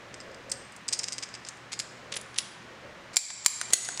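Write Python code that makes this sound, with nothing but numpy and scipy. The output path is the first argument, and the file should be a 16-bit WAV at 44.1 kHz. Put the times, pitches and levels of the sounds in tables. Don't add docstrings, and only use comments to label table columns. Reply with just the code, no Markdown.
import sys
import numpy as np
from scipy import signal
from scipy.fft import rfft, irfft, next_fast_len
from scipy.io import wavfile
from scipy.ndimage import uniform_filter1d, minimum_filter1d, map_coordinates

SR = 44100
rng = np.random.default_rng(int(sys.argv[2]) if len(sys.argv) > 2 else 0)


def put_to_file(sound):
    columns = np.atleast_2d(sound).T
    safe = np.clip(columns, -1, 1)
    whole_steps = np.round(safe * 32767)
    wavfile.write(sys.argv[1], SR, whole_steps.astype(np.int16))


N = 176400

# (f/Hz, level/dB)
VENT_EQ = [(15, -52), (25, -41), (64, -11), (92, -18), (114, -2.5), (149, -5), (200, -2), (326, -7.5),
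           (363, -3.5), (405, -10), (560, -8), (677, -7.5), (1040, -5.5), (1840, -5), (4610, -18),
           (6740, -22.5), (16000, -49.5)]
DRONE_EQ = [(200, -14.5), (400, -6.5), (545, -0.5), (620, -4.5), (760, -15), (1500, -52)]
THUD_EQ = [(20, -42), (100, -5), (400, -7), (1000, 10), (1600, -18), (3000, -45)]
# (t/s, level/dB)
DRONE_FADER = [(0, -56.5), (.3, -49), (.42, -53), (.52, -49), (.62, -51), (.72, -73), (1.0, -56),
               (1.6, -65), (2.15, -51), (2.5, -71), (2.72, -53), (2.8, -59), (2.86, -48.5), (2.92, -54),
               (3.1, -55.5), (4, -107)]
# (f/Hz, level/dB)
HUM_TONES = [(77, -72.5), (120, -64), (1105, -68.5)]
# (f/Hz, t60/s)
HALL_DECAY = [(200, 1.2), (2000, 0.95), (5000, 0.72), (8000, 0.68), (11000, .44), (16000, 0.18)]

# (t/s, level/dB, crack t60/s, tilt/(dB per octave), ring level/dB)
COLLAR_HITS = [(.1416, -26, 0.0073, -4, -5), (.2023, -33.5, .008, -6, 9), (.2105, -37, 0.0093, -4, 8),
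               (.315, -47, .01, -6, 9), (.345, -33, 0.0051, -5, -1), (.496, -33, 0.031, 8, 8),
               (.516, -24.5, 0.0068, 15, 5.5), (.519, -11, 0.0041, 2.5, -6), (.523, -27, 0.023, 2, -3),
               (.722, -39, 0.0093, 18, -7), (.763, -32, 0.013, 15.5, -6), (.881, -25, 0.011, 4.5, 9),
               (.887, -13, 0.0084, -2.5, 0), (.9185, -28, 0.0073, -9, -9), (.9255, -18, 0.03, 0, 8),
               (.9312, -12, 0.019, 3.5, 0.5), (.937, -19, 0.014, -2, 2), (.9465, -22, 0.0095, 1, -9),
               (.9895, -18, 0.012, 4.5, -4), (.993, -16, 0.0081, 1.5, 2.5), (.998, -27, 0.014, -8, 0),
               (1.032, -22.5, 0.025, -1.5, -1.5), (1.040, -17, 0.014, -1, -3), (1.079, -27, 0.013, -5, -5),
               (1.0838, -16.5, 0.01, -3, 2), (1.122, -20.5, 0.018, 0, 5), (1.1295, -21.5, 0.012, 1, -5),
               (1.136, -29, 0.013, 2, 6), (1.1817, -20.5, .014, -3, -2), (1.1867, -24, 0.011, -3, -9),
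               (1.2245, -25.5, 0.027, -5, 12), (1.231, -23, 0.026, -3, -2), (1.2363, -24, 0.0056, -4, 3),
               (1.289, -32.5, 0.0097, -6, -9), (1.340, -30, 0.016, -7.5, 7.5), (1.349, -29, 0.026, -5.5, 3),
               (1.449, -33.5, 0.017, -7, 10.5), (1.463, -33, 0.06, -5.5, 10),
               (1.4872, -18, 0.007, 2.5, -20), (1.572, -41, .006, 9, -4)]
SLIDE_HITS = [(1.7188, -25.5, 0.026, -4, 1), (1.7255, -30, .014, 4, 6), (1.7302, -19, 0.0098, -3, -1),
              (1.7365, -19.5, .006, 0, -4), (1.7913, -24, 0.011, 2, 8), (1.7982, -15, 0.019, 0, -1)]
BIT_HITS = [(2.119, -30, 0.027, 0, -8), (2.1233, -17.5, 0.014, -2.5, -16), (2.138, -23.5, .035, -2, -12),
            (2.155, -30, 0.034, 16, -12), (2.1648, -17.5, 0.0082, -6.5, -10), (2.167, -20, 0.017, 4, 3.5),
            (2.173, -26, .012, -5, 3), (2.2132, -26.5, .006, 16, -18), (2.343, -34.5, .015, 0, -10),
            (2.359, -30.5, 0.037, -3.5, -12), (2.377, -23, 0.062, 6, -10), (2.3852, -6, 0.011, 1.5, -2),
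            (2.3907, -23, 0.0074, -5.5, 1)]
SHANK_HITS = [(3.130, -35.5, 0.065, -6.5, -8), (3.142, -33, 0.015, -9, 4), (3.1585, -24, .022, 1, 3),
              (3.168, 15, 0.0077, -1.1, -1), (3.1745, -7.5, 0.0081, 2, -1), (3.4475, -18.5, .006, 1, -12),
              (3.456, -30, 0.0091, -2, 0), (3.4613, 7.5, 0.0098, 0, 1.5)]
SEAT_HITS = [(3.704, -27, 0.023, -4, 1), (3.726, -19, 0.008, -2, 0), (3.7305, -20.5, 0.016, -2.5, 3),
             (3.7341, 11, 0.0059, 0.5, -6), (3.7375, -8.5, 0.01, 1, 10)]
KNOCK_HITS = [(3.3025, -15.5, 0.014, -1.5, -5), (3.6138, -11, 0.0047, 1.5, 0.5),
              (3.845, -21.5, 0.04, 6, -4), (3.888, -17, 0.0057, -3, 3), (3.9748, -19, 0.01, 2, -19),
              (3.995, -16, 0.046, 3.5, -9)]
# (f/Hz, level/dB)
COLLAR_EQ = [(200, -29), (1200, -19.5), (2200, -6), (3400, -7), (5000, -0.5), (6200, 2.5), (8300, -2),
             (9800, -12.5), (12000, -33), (16000, -42)]
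SLIDE_EQ = [(200, -23.5), (1200, -15), (2300, -3.5), (3100, -5), (4400, 1), (6000, -2), (7200, -0.5),
            (9500, -8.5), (11800, -24), (16000, -45)]
BIT_EQ = [(60, -33), (330, -21), (900, -19), (2200, -2.5), (3500, -0.5), (5900, -2), (8000, -7),
          (10000, -10), (11800, -35), (13700, -43), (15000, -55)]
SHANK_EQ = [(60, -26), (500, -17.5), (1300, -16.5), (2200, -2.5), (3300, -7.5), (4400, 4), (6000, 2),
            (7500, 6), (10800, -5.5), (11800, -18), (13000, -15), (16000, -27.5)]
SEAT_EQ = [(100, -31), (400, -12), (1000, -15.5), (1500, -11.5), (2050, -15), (3000, -7.5), (4300, -5.5),
           (5400, -6.5), (6800, 1), (8500, -2.5), (11000, -14), (13000, -24), (16000, -27)]
KNOCK_EQ = [(200, -26), (480, -16), (750, 3.5), (1150, -1), (1700, -1.5), (3300, -1), (5000, 3), (6200, 1),
            (8800, -8.5), (10500, -21), (16000, -42)]
# (f/Hz, level/dB, t60/s)
COLLAR_RING = [(2010, -32, 0.024), (4910, -12, 0.03), (5230, -12.5, 0.024), (6860, -34, 0.017),
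               (7330, -16, 0.022), (8230, -14, 0.023), (10870, -32.5, 0.016), (12650, -47, 0.016),
               (14400, -51, 0.016)]
SLIDE_RING = [(2210, -22, .02), (4470, -24, 0.0096), (4930, -13.5, 0.031), (6860, -11.5, 0.027),
              (7660, -18.5, 0.034), (10200, -26.5, 0.03)]
BIT_RING = [(2220, -26, .03), (4350, -26, 0.022), (4800, -26, 0.022), (7070, -14, 0.022),
            (9870, -16.5, 0.049), (13550, -38, 0.027)]
SHANK_RING = [(2370, -26, 0.024), (4360, -17.5, 0.0072), (4950, -19, 0.034), (7140, -11.5, 0.029),
              (7410, -12, 0.037), (9350, -28, 0.029), (10840, -20.5, 0.023), (14730, -29, .025)]
SEAT_RING = [(2024, -17.5, 0.016), (4330, -15.5, 0.021), (6340, -29, .025), (6670, -11.5, 0.025),
             (6880, -19.5, 0.052), (7800, -19, .05), (9180, -17, 0.037), (9260, -20.5, 0.048)]
KNOCK_RING = [(1510, -13, 0.016), (1810, -11, 0.0084), (4750, -20, 0.017), (6300, -7, 0.0092),
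              (8740, -5, 0.0071)]

VENT_DB = -49
NEAR_ECHO_S, NEAR_ECHO_DB, DOOR_ECHO_S, DOOR_ECHO_DB = 0.0056, -12.5, 0.02, -21.5
HALL_BUILD_S = 0.0075
THUD_S, THUD_DB, THUD_T60_S = 3.4613, -19, 0.014
RISE_S, RISE_T60_S = 0.00066, 0.014
CHATTER_DB, CHATTER_T60_S = -11, 0.024
EVENNESS = 0.74
RING_SCATTER_DB = 2
CEILING, RELEASE_DB_PER_S, ATTACK_S, HIGH_CUT_HZ = 0.7, 48.5, 0.0006, 16000


def amp(db):
    return 10 ** (np.asarray(db) / 20)


def decay(t, t60):
    return np.exp(-np.log(1000) * t / t60)


def along(points, hz):
    freqs, values = np.transpose(points)
    return np.interp(np.log(hz + 1), np.log(freqs + 1), values)


def wobble(rate):
    knots = rng.standard_normal(int(N * rate / SR) + 4)
    return map_coordinates(knots, [np.arange(N) * rate / SR])


def filtered(x, response):
    size = next_fast_len(N + SR // 2)
    return irfft(rfft(x, size) * response(np.fft.rfftfreq(size, 1 / SR)), size)[:N]


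def noise(eq):
    x = filtered(rng.standard_normal(N), lambda hz: amp(along(eq, hz)))
    return x / np.sqrt(np.mean(x ** 2) + 1e-20)


def minimum_phase(gain):
    cepstrum = irfft(np.log(np.maximum(gain, 1e-6)))
    half = len(cepstrum) // 2
    cepstrum[1:half] *= 2
    cepstrum[half + 1:] = 0
    return np.exp(rfft(cepstrum))


def room_tone():
    t = np.arange(N) / SR
    hum = np.zeros(N)
    for hz, db in HUM_TONES:
        peak = np.sqrt(2) * amp(db + 1.4 * wobble(3.83))
        hum += peak * np.sin(2 * np.pi * hz * t + 0.23 * wobble(3))
    drone = amp(np.interp(t, *np.transpose(DRONE_FADER))) * noise(DRONE_EQ)
    ventilation = amp(VENT_DB + 0.13 * wobble(2.33)) * noise(VENT_EQ)
    return ventilation + hum + drone


def hall_tail():
    hz, t, bands = signal.stft(rng.standard_normal(SR), SR, nperseg=256)
    _, tail = signal.istft(bands * decay(t, along(HALL_DECAY, hz)[:, None]), SR, nperseg=256)
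    tail *= 1 - np.exp(-(np.arange(len(tail)) / SR / HALL_BUILD_S) ** 2)
    return tail / np.linalg.norm(tail)


def garage(x, wet_db, size=8192):
    hall = np.zeros(N + 2 * SR)
    for start in range(0, N, size):
        block = x[start:start + size]
        if np.any(block):
            reverb = signal.fftconvolve(block, hall_tail())
            hall[start:start + len(reverb)] += reverb
    near_slap = amp(NEAR_ECHO_DB) * np.pad(x, (round(NEAR_ECHO_S * SR), 0))[:N]
    door_slap = amp(DOOR_ECHO_DB) * np.pad(x, (round(DOOR_ECHO_S * SR), 0))[:N]
    return x + near_slap + door_slap + amp(wet_db) * hall[:N]


def housing_thud():
    t = np.arange(N) / SR - THUD_S
    return amp(THUD_DB) * (t > 0) * decay(np.abs(t), THUD_T60_S) * noise(THUD_EQ)


def steel_hits(hits, eq, modes, detune, size=8192):
    track = np.zeros(N + 2 * size)
    t, hz = np.arange(size) / SR, np.fft.rfftfreq(size, 1 / SR)
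    octaves = np.log2(np.clip(hz, 500, 12000) / 5000)
    chatter = amp(CHATTER_DB) * decay(t, CHATTER_T60_S)
    for start_s, db, t60, tilt_db, ring_db in hits:
        attack = 1 - np.exp(-t / (RISE_S * (t60 / RISE_T60_S) ** 2))
        fade = decay(t, t60)
        burst = rfft(attack * np.hypot(fade, chatter) * rng.standard_normal(size))
        burst /= (np.abs(burst) + 0.079 * np.abs(burst).mean()) ** EVENNESS
        colour = minimum_phase(amp(along(eq, hz) + tilt_db * octaves))
        crack = irfft(burst * colour) * (t < t[-1] / 2)
        crack *= 0.5 * np.linalg.norm(fade) / np.linalg.norm(crack)
        ring = np.zeros(size)
        for mode_hz, mode_db, mode_t60 in modes:
            accent_db = RING_SCATTER_DB * rng.standard_normal() + tilt_db * np.interp(mode_hz, hz, octaves)
            pitch_hz = mode_hz * (1 + detune * rng.standard_normal())
            partial = np.sin(2 * np.pi * (pitch_hz * t + rng.random()))
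            ring += amp(mode_db + accent_db) * decay(t, mode_t60) * partial
        track[round(start_s * SR):][:size] += amp(db) * (crack + amp(ring_db) * attack * ring)
    return track[:N]


def air_hammer_handling():
    collar = garage(steel_hits(COLLAR_HITS, COLLAR_EQ, COLLAR_RING, detune=0.014), wet_db=-14.5)
    slide = garage(steel_hits(SLIDE_HITS, SLIDE_EQ, SLIDE_RING, detune=0.015), wet_db=-13.5)
    taps = garage(steel_hits(BIT_HITS, BIT_EQ, BIT_RING, detune=0.003), wet_db=-15)
    shank_clanks = steel_hits(SHANK_HITS, SHANK_EQ, SHANK_RING, detune=0.003)
    shank = garage(shank_clanks + housing_thud(), wet_db=-14)
    seat = garage(steel_hits(SEAT_HITS, SEAT_EQ, SEAT_RING, detune=0.0023), wet_db=-13)
    knocks = garage(steel_hits(KNOCK_HITS, KNOCK_EQ, KNOCK_RING, detune=0.013), wet_db=-17.5)
    return collar + slide + taps + shank + seat + knocks


def scene():
    return (air_hammer_handling() + room_tone())[None]


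def record(dry):
    mix = dry[0]
    over_db = 20 * np.log10(np.maximum(np.abs(mix) / CEILING, 1))
    recovery_db = RELEASE_DB_PER_S * np.arange(N) / SR
    duck_db = np.maximum.accumulate(over_db + recovery_db) - recovery_db
    width = round(ATTACK_S * SR)
    gain = uniform_filter1d(minimum_filter1d(amp(-duck_db), width), width)
    return filtered(mix * gain, lambda hz: 1 / np.sqrt(1 + (hz / HIGH_CUT_HZ) ** 160))[None]


dry = scene()
out = record(dry)
put_to_file(out)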